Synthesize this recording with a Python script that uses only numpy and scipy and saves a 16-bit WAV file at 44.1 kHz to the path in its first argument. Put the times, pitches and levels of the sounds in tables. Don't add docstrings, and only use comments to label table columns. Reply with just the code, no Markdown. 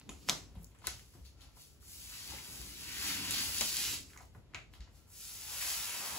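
import sys
import numpy as np
from scipy import signal
from scipy.fft import rfft, irfft
from scipy.io import wavfile
from scipy.ndimage import uniform_filter1d, map_coordinates

SR = 44100
rng = np.random.default_rng(int(sys.argv[2]) if len(sys.argv) > 2 else 0)


def how_loud(loudness_db):
    steps = np.asarray(loudness_db, float) / 20
    return 10 ** steps


def output_pcm(signal):
    pcm = np.clip(np.atleast_2d(signal).T, -1, 1) * 32767
    wavfile.write(sys.argv[1], SR, np.round(pcm).astype(np.int16))


N = 272744
TIME_S = np.arange(N) / SR
SIDES = np.array([[1], [-1]])


def curve(table):
    s, *columns = np.transpose(table)
    return [np.interp(TIME_S, s, column) for column in columns]


def unit(x):
    return x / np.sqrt(np.mean(x ** 2))


def band(x, lo_hz, hi_hz):
    sos = signal.butter(2, [lo_hz, min(hi_hz, 0.45 * SR)], "band", fs=SR, output="sos")
    return signal.sosfilt(sos, x)


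def colour(x, points):
    hz, db = np.transpose(points)
    f = np.maximum(np.arange(N // 2 + 1) * SR / N, 1)
    return irfft(rfft(x) * how_loud(np.interp(np.log(f), np.log(hz), db)), N)


def modes(x, table):
    out = 0
    for hz, width_hz, db in table:
        out = out + how_loud(db) * unit(signal.lfilter(*signal.iirpeak(hz, hz / width_hz, SR), x))
    return out


def walk(rate_hz):
    k = int(SR / rate_hz)
    steps = np.repeat(rng.standard_normal(N // k + 1), k)
    return 0.3 * uniform_filter1d(uniform_filter1d(steps, k), k)[:N]


def add(track, s, db, sound):
    at = int(s * SR)
    track[at:at + len(sound)] += how_loud(db) * sound / np.abs(sound).max()


def swells(rows, rise_share, shares_db):
    s, db, fade_s = (column[:, None] for column in np.transpose(rows)[:3])
    t = np.arange(0, N, 32) / SR
    fades_past_peak = np.maximum((s - t) / (rise_share * fade_s), (t - s) / fade_s)
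    power = how_loud(2 * (db - 20 * fades_past_peak))
    return [np.interp(TIME_S, t, np.sqrt(how_loud(2 * share) @ power)) for share in shares_db]


def plain_swells(rows, rise_share):
    return swells(rows, rise_share, [np.zeros(len(rows))])[0]


def ranges(steep_db, slack_db):
    low_db = -18.5 + slack_db
    rasp_db = -10 + 0.34 * slack_db - 0.019 * steep_db
    return [low_db, rasp_db, 0 * steep_db, steep_db]


def peel_gains():
    # peak_time_s, peak_db, fade_s, steepness_db, slack_db
    picks = [(0.0, -72, 0.19, -1.5, 15), (0.14, -68.5, 0.055, 1, 23), (0.228, -67.5, 0.4, 1, 5),
             (0.289, -47.5, 0.048, 2, 1), (0.614, -83, 0.17, 15.5, 1), (0.873, -47.5, 0.09, -6, 7.5),
             (0.98, -70, 0.37, 3.5, 8), (1.14, -73, 0.2, 4, 1), (1.259, -60.5, 0.055, -4.5, -6),
             (1.422, -65, 0.15, -4.5, 11.5), (1.57, -70, 0.068, 5.5, 14), (1.61, -64, 0.19, 3, -17),
             (4.1, -69.5, 0.18, 7, 7), (4.219, -68, 0.052, 4, 7), (4.35, -82.5, 0.074, 11, 3),
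             (4.738, -69, 0.052, 1, -15), (4.82, -63, 0.064, -21, 5), (4.961, -73.5, 0.18, 5.5, 9.5)]
    # peak_time_s, peak_db, fade_s
    drags = [(.36, -59, 0.075), (2.14, -67, 0.096), (2.35, -57.5, 0.046), (2.9, -53, 0.086),
             (3.07, -53, 0.49), (3.11, -48.5, .08), (3.29, -56, .08), (3.76, -58, .2), (3.88, -49, 0.043),
             (4.58, -60.5, 0.089), (5.62, -55, 0.057), (5.92, -57.5, 0.45)]
    # time_s, pull_db, steepness_db, slack_db
    slow_draw = [(1.8, -77, 4, -2), (1.84, -69, 5, 0), (1.9, -62, 6.5, 0), (2.12, -56, 1.5, 0),
                 (2.3, -52.5, -0.5, 4.5), (2.45, -57, 2, 8.5), (2.52, -57.5, 5.5, 9), (2.73, -55.5, 0.5, 0),
                 (2.95, -49.5, 0.5, 2.5)]
    # time_s, pull_db, steepness_db, slack_db
    jerks = [(3.08, -41.5, 0, 0.5), (3.22, -47.5, -0.5, 5.5), (3.38, -37, -4, -2.5), (3.5, -46.5, 3.5, 4.5),
             (3.61, -41.5, 1, -3.5), (3.72, -44, 3.5, -1), (3.78, -40.5, 1.5, -4), (3.94, -45.5, 4, 3.5),
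             (4.09, -79, -31.5, -22)]
    # time_s, pull_db, steepness_db, slack_db
    second_draw = [(5.07, -96, 22, 36), (5.134, -65, 9.1, 1), (5.216, -57, 7.1, -1.5), (5.42, -56, 6.2, 6),
                   (5.54, -49.5, 5.9, 10), (5.69, -44, 5.4, 7), (5.85, -49, 5, 8), (6.02, -49.5, 5.9, 15),
                   (6.19, -50.5, 5, 18)]

    gains = np.array(swells(picks, 0.47, ranges(*np.transpose(picks)[3:])))
    gains[1] += plain_swells(drags, 0.61)
    for strip in slow_draw + jerks, second_draw:
        pull_db, steep_db, slack_db = curve(strip)
        pulling = (TIME_S > strip[0][0]) * (TIME_S < strip[-1][0])
        gains = gains + how_loud(pull_db + ranges(steep_db, slack_db)) * pulling
    return gains


def peel():
    range_hz = [750, 1800, 4300, 8500]
    # frequency_hz, level_db
    film_colour = [(300, -17), (600, -14.5), (2700, 0.5), (3400, -1), (5000, 3), (6500, 1.5), (10500, 0),
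                   (16000, -6)]

    hardness_db = 2.96 * np.minimum(rng.exponential(size=N), 7)
    crowding_db = 2.0 * walk(150) + 1.26 * walk(24.62)
    threads = rng.standard_normal(N) * how_loud(hardness_db) * how_loud(crowding_db)
    film = rfft(band(band(colour(threads, film_colour), 440, 19000), 440, 19500))
    log_f = np.log(np.maximum(np.arange(N // 2 + 1) * SR / N, 1))
    out = 0
    for one, gain in zip(np.eye(len(range_hz)), peel_gains()):
        share = np.interp(log_f, np.log(range_hz), one)
        out = out + unit(irfft(film * share, N)) * gain * how_loud(0.27 * walk(12))
    return out


def snaps_and_taps():
    # start_s, peak_db, ring_hz, tick_rel_db, room_share_db
    taps = [(0.014, -45, 3000, -67, -13.5), (0.0924, -48, 2670, 4.5, 10), (0.288, -21.5, 5560, -11, 2),
            (0.5563, -56, 3100, -5, 5.5), (0.67, -74, 5960, -11, -12), (0.718, -60.5, 2650, -13, 3),
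            (0.7878, -63.5, 2150, 8, 7), (0.873, -38, 1330, -14, -12), (0.879, -35, 1800, -17, -3),
            (1.136, -68, 1500, -8.5, 11.5), (2.327, -60, 1480, -12, 1), (3.61, -21, 2730, 6, -4),
            (3.6147, -27.5, 2770, -11, -6), (4.134, -56, 2010, -4, -3), (4.175, -55, 1980, 9.5, 4),
            (4.2557, -62, 3900, 4, -10), (4.351, -57, 1460, -17.5, -3), (4.537, -48, 1800, -17, 0),
            (4.5472, -32, 1910, -50, 0.5), (4.55, -39.5, 2980, -30.5, 4), (4.7516, -52, 4200, -14, 6),
            (4.8734, -59.5, 1600, -37, 4)]
    # start_s, peak_db, ring_hz, tick_rel_db, room_share_db
    snaps = [(0.2961, -17.5, 4900, -1.5, -5.5), (0.995, -46, 3000, -3, -3), (0.645, -59.5, 5360, 18.5, -8),
             (0.7485, -58.5, 1840, -1, 6), (0.849, -45, 4120, -2, 6), (0.8705, -32.5, 2060, 13, -19),
             (1.408, -55, 4900, -4, 11.5), (3.3093, -35, 4640, 15, 4), (3.422, -50, 4640, -15, -6.5),
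             (3.584, -37.5, 4600, 13.5, -5.5), (3.7688, -24, 4760, 5.5, -16.5),
             (3.9362, -37.5, 3750, 0, 12), (4.7373, -45, 3300, -4.5, -0.5), (4.806, -44, 5160, -17.5, -2)]

    t = np.arange(SR // 40) / SR
    dry, wet = np.zeros((2, N))
    for events, knock_db in (taps, -9), (snaps, -32.5):
        for s, db, hz, tick_db, wet_db in events:
            rattle = rng.standard_normal(len(t))
            release = (t == 0) + 0.06 * rattle * how_loud(-60 * t / 0.008)
            ring = band(band(release, hz / 2.37, hz * 1.26), hz / 2.65, hz * 3.7)
            ring = ring / np.abs(ring).max() + 0.066 * band(release, 920, 18000)
            add(dry, s, db, ring)
            add(wet, s, db + wet_db - 3, band(release, hz / 1.6, hz * 1.25))

            knock = band(release, 430, 1640)
            tick = band((t == 0) + 0.2 * rattle * how_loud(-60 * t / 0.0037), 5400, 10100)
            for part, part_db, aim_db in (knock, knock_db, -1), (tick, tick_db + 4, -6):
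                add(dry, s, db + part_db, part)
                add(wet, s, db + part_db + wet_db + aim_db, part)
    return dry, wet


def cracks():
    # start_s, peak_db, centre_hz, spread_factor
    events = [(0.0932, -48, 9750, 0.96), (0.2882, -23.5, 1710, 1.97), (0.2942, -34, 11000, 1),
              (0.2962, -15.5, 4930, 1.17), (0.2963, -26.5, 11840, 1.09), (0.3004, -26, 10500, 1.5),
              (0.555, -55, 700, 1.35), (0.5545, -59, 3300, 1.4), (0.8195, -52, 1000, 2.4),
              (0.8704, -21, 10600, 1.09), (0.8706, -19.5, 6730, 1.24), (0.8704, -28, 4350, 1.1),
              (0.8706, -31, 13800, 0.92), (0.8745, -35, 10800, 1.3), (0.8736, -31.5, 1520, 1.9),
              (0.875, -34.5, 1290, 1.9), (0.8815, -36, 11360, 1.5), (2.3195, -50, 850, 1),
              (2.385, -45, 2200, 1.1), (3.6035, -31, 10500, 1.15), (3.61, -33, 7730, 1.15),
              (3.6145, -32, 10300, 1.4), (3.6165, -39, 754, 1.3), (3.6186, -30, 1500, 1.8),
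              (3.621, -34, 5000, 1.25), (4.1025, -52, 2400, 1.17), (4.1338, -45, 1850, 1.35),
              (4.145, -55, 1700, 1.25), (4.1645, -50, 1100, 1.4), (4.175, -48.5, 2040, 1.13),
              (4.188, -55, 1700, 1.44), (4.186, -57, 704, 1.4), (4.2075, -50, 950, 1.24),
              (4.2115, -58.5, 970, 1.3), (4.222, -58, 1100, 1.6), (4.234, -58, 800, 1.4),
              (4.349, -52, 1250, 1.4), (4.355, -59, 451, 1.25), (4.36, -61, 1390, 1.16),
              (4.361, -59, 710, 1.19), (4.175, -44, 11000, 1.2), (4.5465, -30.5, 2300, 1.42),
              (4.5464, -36, 6500, 1.14), (4.5517, -52.5, 2000, 1.8), (4.7382, -54.5, 2000, 1.46),
              (4.7374, -57.5, 1000, 1.34), (4.806, -55, 1850, 1.15)]

    dry, wet = np.zeros((2, N))
    impulse = np.zeros(SR // 40)
    impulse[0] = 1
    for s, db, hz, spread in events:
        spread = max(spread, 1.05)
        crack = band(impulse, hz / spread, hz * spread)
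        octaves_up = max(np.log2(hz / 2000), 0)
        add(dry, s, db, crack)
        add(wet, s, db - 6 - 2.5 * octaves_up, crack)
    return dry, wet


def spits():
    # start_s, peak_db, centre_hz, length_s
    events = [(0.0957, -50, 4980, 0.0057), (0.096, -50, 12100, 0.0054), (0.2881, -24, 5430, 0.0032),
              (0.302, -27, 6500, .006), (0.312, -42, 14500, .006), (0.627, -54, 14800, 0.0086),
              (0.632, -52, 10800, .012), (0.64, -57, 10800, 0.013), (0.6445, -47, 15000, .006),
              (0.668, -53.5, 6300, .01), (0.87, -33, 14800, .004), (0.8705, -23, 7360, 0.003),
              (0.881, -44, 6500, .012), (0.852, -53, 7500, 0.0054), (0.874, -39, 10800, .008),
              (0.8745, -38, 10700, .006), (0.884, -42, 10300, 0.0103), (3.311, -42, 11000, .006),
              (3.613, -23, 5300, 0.0087), (3.621, -46, 10500, .006), (4.102, -58, 7500, .005),
              (4.175, -43.5, 6400, 0.0061), (4.187, -48, 6300, .006), (4.255, -59, 7560, 0.007),
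              (4.5462, -37, 6000, 0.0038), (4.557, -42, 2270, 0.018), (4.134, -60, 7870, 0.0046),
              (4.206, -56, 6800, .012), (0.552, -60, 11000, .005), (4.554, -48, 6460, 0.0056),
              (4.7376, -56, 12000, 0.0074), (4.7525, -60, 12000, .006), (4.807, -49, 4330, .006)]

    t = np.arange(SR // 40) / SR
    dry, wet = np.zeros((2, N))
    for s, db, hz, length_s in events:
        burst = rng.standard_normal(len(t)) * how_loud(-60 * t / length_s)
        add(dry, s, db, band(burst, hz / 1.13, hz * 1.13))
        add(wet, s, db - 8.5, band(burst, hz / 1.9, hz * 1.3))
    return dry, wet


def scuffs():
    # start_s, peak_db, ring_hz, length_s
    events = [(0.819, -56, 1080, 0.017), (0.8414, -45.5, 1090, 0.01), (0.844, -54, 1700, .02),
              (1.15, -64, 869, 0.067), (1.569, -58.5, 1080, 0.023), (1.827, -60.5, 1530, 0.023),
              (2.119, -52, 1660, 0.05), (2.335, -56, 610, 0.048), (3.613, -43.5, 710, 0.034),
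              (4.103, -57, 2340, 0.049), (4.144, -55, 1750, 0.012), (4.161, -55, 1160, 0.015),
              (4.163, -52, 1880, 0.0099), (4.179, -65, 1700, 0.027), (4.197, -58, 1750, 0.017),
              (4.2, -56, 1300, 0.022), (4.203, -54, 900, 0.048), (4.207, -75, 960, 0.026),
              (4.222, -69, 1080, 0.031), (4.353, -57, 945, 0.0092), (4.875, -65.5, 903, 0.026)]

    t = np.arange(SR // 10) / SR
    dry, wet = np.zeros((2, N))
    for s, db, hz, length_s in events:
        drag = rng.standard_normal(len(t)) * how_loud(-60 * t / length_s)
        add(dry, s, db, band(3.2 * (t == 0) + drag, hz / 1.3, hz * 1.05))
        add(wet, s, db - 4, band(5.4 * (t == 0) + drag, hz / 2, hz * 1.19))
    return dry, wet


def spreader():
    # start_s, peak_db, ring_hz, t60_s
    rings = [(0.0922, -42, 3600, 0.014), (0.0952, -46, 3600, 0.012), (0.0922, -41, 6950, 0.012),
             (0.0952, -44, 6900, 0.01), (0.0923, -46, 2500, 0.02), (0.0925, -49, 1050, 0.04),
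             (0.117, -53, 1300, 0.03), (0.2957, -23, 3500, 0.008), (0.296, -23, 2350, 0.007)]

    t = np.arange(SR // 40) / SR
    dry, wet = np.zeros((2, N))
    for s, db, hz, t60_s in rings:
        ring = np.sin(2 * np.pi * hz * t) * how_loud(-60 * t / t60_s)
        add(dry, s, db, ring)
        add(wet, s, db - 19, ring)
    return dry, wet


def clicks():
    dry, wet = np.sum([snaps_and_taps(), cracks(), spits(), scuffs(), spreader()], axis=0)
    echo = np.roll(band(dry, 300, 5500), int(0.004 * SR))
    return dry + how_loud(-11) * echo, wet


def roof():
    # centre_hz, width_hz, level_db
    boom_modes = [(55, 3.9, 4.5), (67.3, 2.4, 2), (86, 24, 4)]
    # centre_hz, width_hz, level_db
    drum_modes = [(127.5, 35, -2), (171, 78, -0.5), (198, 45, 1), (277.6, 43, 5.5), (387, 110, 6.5)]
    # centre_hz, width_hz, level_db
    hum_modes = [(128, 40, -11), (203, 25, 1), (237, 40, -5), (280, 20, 2.5), (320, 30, -9)]
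    # peak_time_s, boom_db, fade_s, drum_rel_db
    leans = [(0.105, -54.5, 0.13, 4), (0.311, -56.5, 0.18, 10), (0.46, -57, 0.16, -20),
             (0.579, -55.5, 0.32, -15), (0.88, -55.5, 0.3, -10), (1.19, -58, 0.092, -4),
             (1.41, -65, 1, -12.5), (2.0, -62, 1, -21), (2.32, -55, 0.23, -1.5), (2.6, -58.5, 0.41, 3),
             (2.82, -72, 0.24, -9), (3.05, -58.5, 0.87, 4.5), (3.17, -65.5, 0.22, 9.5),
             (3.3, -52, 0.53, -2), (3.49, -46.5, 0.036, -44), (3.61, -60.5, 0.2, 9),
             (3.79, -64.5, 0.34, 9.5), (3.91, -53, 0.3, -2), (4.08, -63, 0.057, -16), (4.22, -61, 0.1, -21),
             (4.37, -59.5, 0.32, -15.5), (4.56, -54.5, 0.17, -12.5), (4.721, -59.5, 0.12, -17.5),
             (4.82, -60.5, 0.22, -28), (4.97, -64.5, 0.56, -28), (5.36, -63, 1, -16),
             (5.542, -70, 0.46, -15), (5.78, -59.5, 0.17, -14), (6.0, -70, 0.45, 11), (6.18, -57, 0.32, -1)]
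    # peak_time_s, peak_db, fade_s
    palm_drags = [(3.09, -52, 0.14), (3.2, -51, .15), (3.28, -53.5, 0.2), (3.37, -52, .15),
                  (3.47, -60.5, 0.13), (5.66, -63.5, 0.097), (6.17, -58, .1)]

    drum_db = np.transpose(leans)[3]
    boom_gain, drum_gain = swells(leans, 0.64, [0 * drum_db, drum_db])
    push = rng.standard_normal((5, N))
    boom = unit(modes(push[0], boom_modes)) + 0.36 * SIDES * unit(modes(push[1], boom_modes))
    drum = unit(modes(push[2], drum_modes)) + 0.47 * SIDES * unit(modes(push[3], drum_modes))
    drum = band(band(drum, 72, 400), 60, 420)
    hum = unit(band(band(modes(push[4], hum_modes), 90, 360), 80, 380))
    out = plain_swells(palm_drags, 0.62) * hum
    out = out + (boom_gain + how_loud(-67)) * boom + (drum_gain + how_loud(-79)) * drum
    return out * how_loud(0.72 * SIDES)


def thumps():
    # start_s, peak_db, ring_hz, t60_s
    landings = [(0.09, -51, 74, 0.47), (0.294, -55, 115, 0.27), (0.567, -46.5, 91, 0.22),
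                (0.873, -44, 64, 0.12), (1.202, -47, 64.3, 0.6), (2.306, -48.5, 63.5, 0.27),
                (2.6, -47, 55.4, 0.23), (3.481, -76, 67.3, 0.19), (4.361, -48, 101, 0.15),
                (4.797, -40, 57.5, 0.22)]
    # start_s, peak_db, ring_hz, t60_s
    raps = [(0.093, -46, 257, 0.1), (0.088, -52, 210, 0.091), (1.15, -57.5, 350, .12),
            (4.8, -58.5, 180, 0.14), (3.612, -48, 662, .05), (3.612, -45.5, 830, .05),
            (0.296, -39, 202, 0.15), (0.322, -47, 168, 0.15), (0.564, -48.5, 182, 0.14),
            (0.6, -48, 169.5, 0.16), (0.875, -47, 356, 0.049), (1.152, -53.5, 133, 0.057),
            (2.329, -59, 322, 0.22), (3.61, -47, 224, 0.16), (4.351, -51.5, 132, 0.24),
            (4.542, -59, 345, 0.11)]

    out = np.zeros(N)
    t = np.arange(SR // 3) / SR
    for s, db, hz, t60_s in landings + raps:
        onset = 1 - np.exp(-t * hz / 0.19)
        add(out, s, db, np.sin(2 * np.pi * hz * t) * onset * how_loud(-60 * t / max(t60_s, 0.05)))
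    return how_loud(0.75 * SIDES) * out


def garage(x):
    # frequency_hz, t60_s
    reverb = [(300, 0.4), (2000, 0.24), (8000, 0.36), (14000, 0.26)]

    reverb_hz, reverb_s = np.transpose(reverb)
    t = np.arange(SR // 2) / SR
    tail = 0
    for hz in 200 * 2 ** np.arange(7):
        t60_s = np.interp(np.log(hz), np.log(reverb_hz), reverb_s)
        octave = band(rng.standard_normal((2, len(t))), hz / np.sqrt(2), hz * np.sqrt(2))
        tail = tail + octave * how_loud(-60 * t / t60_s)
    tail = tail + 0.084 * band(tail[::-1], 100, 7300)
    tail = tail * np.clip(t / 0.0019, 0, 1)
    tail = tail / np.sqrt(np.sum(tail ** 2) / 2)
    return signal.fftconvolve(x[None], tail, axes=1)[:, :N]


def air():
    # frequency_hz, level_db
    air_colour = [(300, 7.5), (1100, -31), (1430, -17), (2570, -7), (6850, -12.5), (9000, -22),
                  (12500, -17), (13300, -70)]
    # peak_time_s, peak_db, fade_s
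    motor = [(1.4, -80, 0.68), (4.78, -76, 0.17), (4.86, -79, .12), (4.99, -82, .5), (5.1, -86, 0.18),
             (5.21, -76, 0.38), (5.34, -76, .4)]

    noise = rng.standard_normal((2, N))
    mid, side = (unit(band(colour(one, air_colour), 300, 21000)) for one in noise)
    pitch_hz = 1362 + 12 * walk(7.5)
    whine = np.sin(2 * np.pi * np.cumsum(pitch_hz) / SR) * how_loud(1.5 * walk(18))
    whine = plain_swells(motor, 0.18) * whine
    return how_loud(2.5) * whine + how_loud(-83) * (mid + 2.3 * side * SIDES)


def scene():
    # time_s, right_port_lag_samples, left_over_right_db
    hand_path = [(0, -2.5, -1.5), (.5, 3, 5), (2, 5, 7), (3.5, 4, 3), (4, 0.5, 0.5), (4.6, 2, 3.5),
                 (6.2, 2.5, 2)]

    hiss = peel()
    snap, snap_wet = clicks()
    direct = how_loud(-3) * hiss + snap
    lag, left_db = curve(hand_path)
    later = map_coordinates(direct, [np.arange(N) - lag], order=3)
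    ports = np.array([how_loud(0.83 + left_db / 2) * direct, how_loud(1.24 - left_db / 2) * later])

    turn = 2 * np.pi * 2.6 * TIME_S
    room = garage(how_loud(6) * snap_wet)
    for k in range(3):
        room = room + garage(how_loud(-4) * hiss * np.cos(turn + k * np.pi / 3))
    return ports + room + roof() + thumps() + air()


def roll_off(x):
    return signal.sosfilt(signal.butter(12, 16990, fs=SR, output="sos"), x)


def record(dry):
    split_hz, notch_hz, turn_hz = 6880, 8990, 2120
    top_hz, squelch_hz, squelch_db = 15680, 13200, -92.5

    low = signal.sosfiltfilt(signal.butter(4, split_hz, fs=SR, output="sos"), dry)
    treble = dry - low
    low = signal.sosfilt(signal.butter(2, 38.0, "high", fs=SR, output="sos"), low)
    f = np.arange(N // 2 + 1) * SR / N
    phase = -np.pi * (1 + (f - notch_hz) / turn_hz)
    left = irfft(rfft(treble[0]) * np.exp(1j * phase), N)
    both = low + np.array([left, treble[0] + 0.23 * treble[1]])
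    both = signal.sosfilt(signal.ellip(10, 0.2, 70, top_hz, fs=SR, output="sos"), both)

    top = signal.sosfiltfilt(signal.butter(8, squelch_hz, "high", fs=SR, output="sos"), both)
    power = uniform_filter1d(np.mean(top ** 2, axis=0), size=1024)
    both = both - top / (1 + (power / how_loud(2 * squelch_db)) ** 2)
    return roll_off(both)


dry = scene()
out = record(dry)
output_pcm(out)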